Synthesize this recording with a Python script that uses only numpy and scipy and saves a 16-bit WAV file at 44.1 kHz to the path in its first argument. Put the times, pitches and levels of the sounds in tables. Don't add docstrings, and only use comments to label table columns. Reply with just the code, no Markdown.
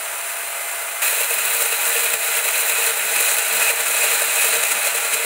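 import sys
import numpy as np
from scipy import signal
from scipy.fft import rfft, irfft, next_fast_len
from scipy.io import wavfile
from scipy.ndimage import map_coordinates

SR = 44100
rng = np.random.default_rng(int(sys.argv[2]) if len(sys.argv) > 2 else 0)


def generate_wav(signal):
    frames = np.transpose(np.atleast_2d(signal))
    scaled = np.clip(frames, -1, 1) * 32767
    pcm = np.round(scaled).astype(np.int16)
    wavfile.write(sys.argv[1], SR, pcm)


N = 231726
CUT_START_S, LAP_S = 1.019, .4157

# freq_hz, gain_db
TEAR_SPECTRUM = [(40, -59), (90, -39.5), (160, -30), (300, -20.5), (450, -12.5), (1050, -15), (2300, -2),
                 (3300, -8.5), (5300, -15), (7200, -3), (9500, -2), (11000, -7), (13000, -9.5), (15700, -5)]


def sawing():
    t = clock()
    cutting = t > CUT_START_S
    feed_db, force_db, bright_db = cutting_force(t)
    impacts = dispersed(teeth(tooth_hz=2521, scatter=.42, size_db=3.5, drag=.012), spread_s=.01)
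    shear = amp(-1) * rng.standard_normal(N)
    drive = cutting * (impacts + shear)
    deep, low, middle, high = (below(drive, edge_hz=hz, order=8) for hz in (370, 660, 5200, 11000))
    sunk = np.interp(t, [CUT_START_S, N / SR], [-1, 1])
    bench = deep * amp(.96 * force_db + 1.6 * sunk + 2.3 * wobble(12) - 1)
    kicks = drive * amp(2.55 * bite(t) + 1.6 * sunk - 3)
    kicks += cutting * below(knocks(), edge_hz=850, order=6)
    table = between(kicks, low_hz=448, high_hz=605, order=8) * amp(.18 * feed_db)
    ring = between(drive, low_hz=2140, high_hz=3000, order=20)
    bar = (middle - low - ring) * amp(.9 * force_db + .33 * wobble(60) - .25)
    bar += ring * amp(force_db + 2 * wobble(55) - 1.5)
    chips = (high - middle) * amp(force_db + bright_db + 1.5 * wobble(300) - 2.5)
    flicker_db = 1.4 * wobble(110) + 1.4 * wobble(300)
    fizz = (drive - high) * amp(force_db + bright_db - 3.2 * sunk + flicker_db - 1)
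    cut = bench + table + bar + chips + fizz
    return amp(-20) * unit(coloured(cut, lambda hz: along(TEAR_SPECTRUM, hz) + resonance_db(hz)))


def teeth(tooth_hz, scatter, size_db, drag):
    teeth_passed = np.cumsum(tooth_hz * (1 + drag * wobble(40))) / SR
    tooth = np.arange(int(N / SR * tooth_hz))
    late, size = rng.standard_normal((len(tooth), 2)).T
    hit_samples = np.searchsorted(teeth_passed, tooth + scatter * late)
    blows = np.bincount(hit_samples, amp(size_db * size), N)[:N]
    return unit(blows - blows.mean())


# time_s, feed_db
FEED_PRESSURE = [(1.02, 2.1), (1.11, -1.7), (1.4, -1.2), (1.71, -1.5), (1.88, 0.6), (2.24, -1.2),
                 (2.61, -0.3), (2.87, 0.6), (3.05, -2.0), (3.23, 1.9), (3.44, 0.1), (3.65, 2.6),
                 (3.78, -0.6), (4.05, 2.5), (4.36, 1), (4.41, 3), (4.75, -0.5), (5.25, -0.9)]
# time_s, half_width_s, swell_db, bright_db
CHIP_SNAGS = [(1.075, 0.014, 2.5, 0), (1.387, .005, 1.5, 2), (1.62, 0.016, 2, 1), (2.139, 0.0063, 2.5, 0.5),
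              (2.606, 0.02, 0.5, 4), (2.868, 0.0053, 2.5, 2), (3.705, 0.0067, 4, -2),
              (4.634, 0.0063, 3.5, 1), (4.72, 0.0081, 6.5, 1.5), (4.867, 0.016, 3.1, 0.5),
              (5.137, 0.013, 5, 2.5)]
# time_s, dip_db
TOOTH_SKATES = [(1.28, -4.5), (2.179, -5.5), (2.425, -4.5), (2.965, -3.5), (3.738, -5.5), (4.932, -4.5),
                (5.194, -2.5)]


def cutting_force(t):
    feed_db = np.interp(t, *np.transpose(FEED_PRESSURE))
    skate_db = sum(db * bump(t - time_s, half_width_s=.024) for time_s, db in TOOTH_SKATES)
    snag_db = sum(db * bump(t - time_s, half_s) for time_s, half_s, db, _ in CHIP_SNAGS)
    snag_bright_db = sum(db * bump(t - time_s, half_s) for time_s, half_s, _, db in CHIP_SNAGS)
    force_db = feed_db + bite(t) + skate_db + snag_db + .62 * wobble(140) + .1 * wobble(29.92)
    bright_db = snag_bright_db - .17 * skate_db + .46 * wobble(10)
    return feed_db, force_db, bright_db


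# lap_offset_s, half_width_s, bite_db, knock_db
BAND_KINKS = [(.063, .006, 3.5, 39.5), (0.207, 0.0096, 1.2, 33), (.296, .012, 2, 36),
              (.377, 0.0071, 2, 36.5), (0.41, 0.0055, 1.5, 31.5)]


def bite(t):
    def passing(lap_offset_s, half_width_s):
        return bump((t - lap_offset_s + LAP_S / 2) % LAP_S - LAP_S / 2, half_width_s)
    rise_db = 1.7 * (t % LAP_S / LAP_S - .5)
    dull_db = -.7 * passing(lap_offset_s=.11, half_width_s=.011)
    kink_db = sum(db * passing(offset_s, half_s) for offset_s, half_s, db, _ in BAND_KINKS)
    return rise_db + dull_db + kink_db


def knocks():
    blows = np.zeros(N)
    for lap_offset_s, _, _, knock_db in BAND_KINKS:
        times_s = np.arange(lap_offset_s, N / SR, LAP_S)
        blows[(times_s * SR).astype(int)] += amp(knock_db + 1.4 * rng.standard_normal(len(times_s)))
    return blows


def dispersed(x, spread_s):
    size = next_fast_len(N + SR // 4)
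    phase = 4 * np.pi * spread_s * np.sqrt(1000 * np.fft.rfftfreq(size, 1 / SR))
    return irfft(rfft(x, size) * np.exp(-1j * phase), size)[:N]


# centre_hz, width_hz, lift_db
RESONANCES = [(121, 18, 10.9), (201, 43, 12.7), (236, 22, -7), (342, 24, 5), (407, 15, 6.6),
              (456, 64, 17.1), (512, 22, -7), (566, 57, 10.8), (633, 93, 14.6), (822, 50, 10.6),
              (946, 106, 9.7), (1224, 185, 7.2), (1310, 50, -4), (1375, 27, 9.4), (1491, 182, 8.3),
              (1675, 56, 4.1), (1787, 30, 6.3), (1931, 54, 6.4), (2389, 50, 4.5), (2529, 138, 10.2),
              (2755, 121, 5.5), (3873, 121, 6.6), (4070, 260, 6.5), (4104, 36, 8), (7509, 92, 6.7),
              (8207, 93, 2.5), (9539, 435, 3.5), (10044, 121, 3.6), (11775, 434, 4.0), (14618, 509, 4.7)]


def resonance_db(hz):
    return sum(lift_db / (1 + ((hz - centre_hz) / (width_hz / 2)) ** 2)
               for centre_hz, width_hz, lift_db in RESONANCES)


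# freq_hz, gain_db
SLIDE_SPECTRUM = [(40, -51), (90, -33), (160, -29.5), (300, -20), (450, -11.5), (1050, -5.5), (2300, -0.5),
                  (3300, -7.5), (5300, -14), (7200, -5), (9500, -1.5), (11000, -6.5), (13000, -9),
                  (15700, -5.5)]


def running_band():
    def gain_db(hz):
        coupling = along([(450, .31), (650, .72), (2000, .71), (4000, .37), (9500, 1)], hz)
        return along(SLIDE_SPECTRUM, hz) + coupling * resonance_db(hz)
    rub = unit(coloured(rng.standard_normal(N), gain_db))
    return rub * amp(-26.5 + .39 * bite(clock()) + .051 * wobble(21) + .66 * wobble(200))


# time_s, pitch_hz
GEAR_MESH = [(0, 679.5), (.6, 685), (1.7, 681), (3.4, 681.5), (4.2, 684), (4.8, 681.5), (5.25, 681.5)]
# harmonic, level_db
GEAR_PARTIALS = [(1, -44), (2, -51.5), (3, -42), (6, -50), (11, -52), (12, -61), (14, -57)]


def gears():
    t = clock()
    load = np.clip((t - CUT_START_S) / .02, 0, 1)
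    wander = (.00123 + .00069 * load) * wobble(14) + .00267 * wobble(120)
    mesh_hz = np.interp(t, *np.transpose(GEAR_MESH)) * (1 + wander)
    phase = 2 * np.pi * np.cumsum(mesh_hz) / SR
    overtone_db = np.interp(t, [.25, .55], [-5, 0])
    return np.sqrt(2) * sum(amp(db + (k > 1) * overtone_db + 1.7 * wobble(45)) * np.sin(k * phase)
                            for k, db in GEAR_PARTIALS)


# pitch_hz, level_db
MOTOR_TONES = [(2880, -49.5), (3120, -55)]


def motor():
    return np.sqrt(2) * sum(amp(db + .79 * wobble(3.6)) * np.sin(2 * np.pi * hz * clock())
                            for hz, db in MOTOR_TONES)


def walls(x, t60_s):
    t = np.arange(SR // 5) / SR
    tail = rng.standard_normal(len(t)) * amp(-60 * t / t60_s) * (t > .002)
    return signal.fftconvolve(x, tail / np.linalg.norm(tail))[:N]


def amp(db):
    return 10 ** (np.asarray(db) / 20)


def unit(x):
    return x / np.sqrt(np.mean(x ** 2) + 1e-20)


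def clock():
    return np.arange(N) / SR


def along(points, hz):
    freqs_hz, values = np.transpose(points)
    return np.interp(np.log(hz + 1), np.log(freqs_hz + 1), values)


def bump(offset_s, half_width_s):
    return np.exp(-(offset_s / half_width_s) ** 2)


def wobble(rate_hz):
    return map_coordinates(rng.standard_normal(int(N * rate_hz / SR) + 4), [clock() * rate_hz])


def coloured(x, gain_db):
    size = 2 * next_fast_len(N // 2 + 8192)
    cepstrum = irfft(np.log(amp(gain_db(np.fft.rfftfreq(size, 1 / SR)))), size)
    cepstrum[1:size // 2] *= 2
    cepstrum[size // 2 + 1:] = 0
    return irfft(rfft(x, size) * np.exp(rfft(cepstrum)), size)[:N]


def below(x, edge_hz, order):
    size = next_fast_len(N + SR // 4)
    hz = np.fft.rfftfreq(size, 1 / SR)
    return irfft(rfft(x, size) / (1 + (hz / edge_hz) ** order), size)[..., :N]


def between(x, low_hz, high_hz, order):
    return below(x, high_hz, order) - below(x, low_hz, order)


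# freq_hz, side_gain_db
STEREO_WIDTH = [(200, -33), (380, -17), (700, -14), (1300, -11), (4400, -14), (8000, -11), (15000, -5)]


def scene():
    saw = sawing() + running_band() + gears() + motor()
    far = np.clip((CUT_START_S - clock()) / .0084 + 1, 0, 1)
    mid = amp(.48) * (saw + amp(-12.5) * walls(saw, t60_s=.2))
    side = far * coloured(walls(saw, t60_s=.22), lambda hz: along(STEREO_WIDTH, hz))
    return np.array([mid + side, mid - side])


def record(dry):
    high_passed = dry - below(dry, edge_hz=33, order=2)
    return below(high_passed, edge_hz=15750, order=800)


dry = scene()
out = record(dry)
generate_wav(out)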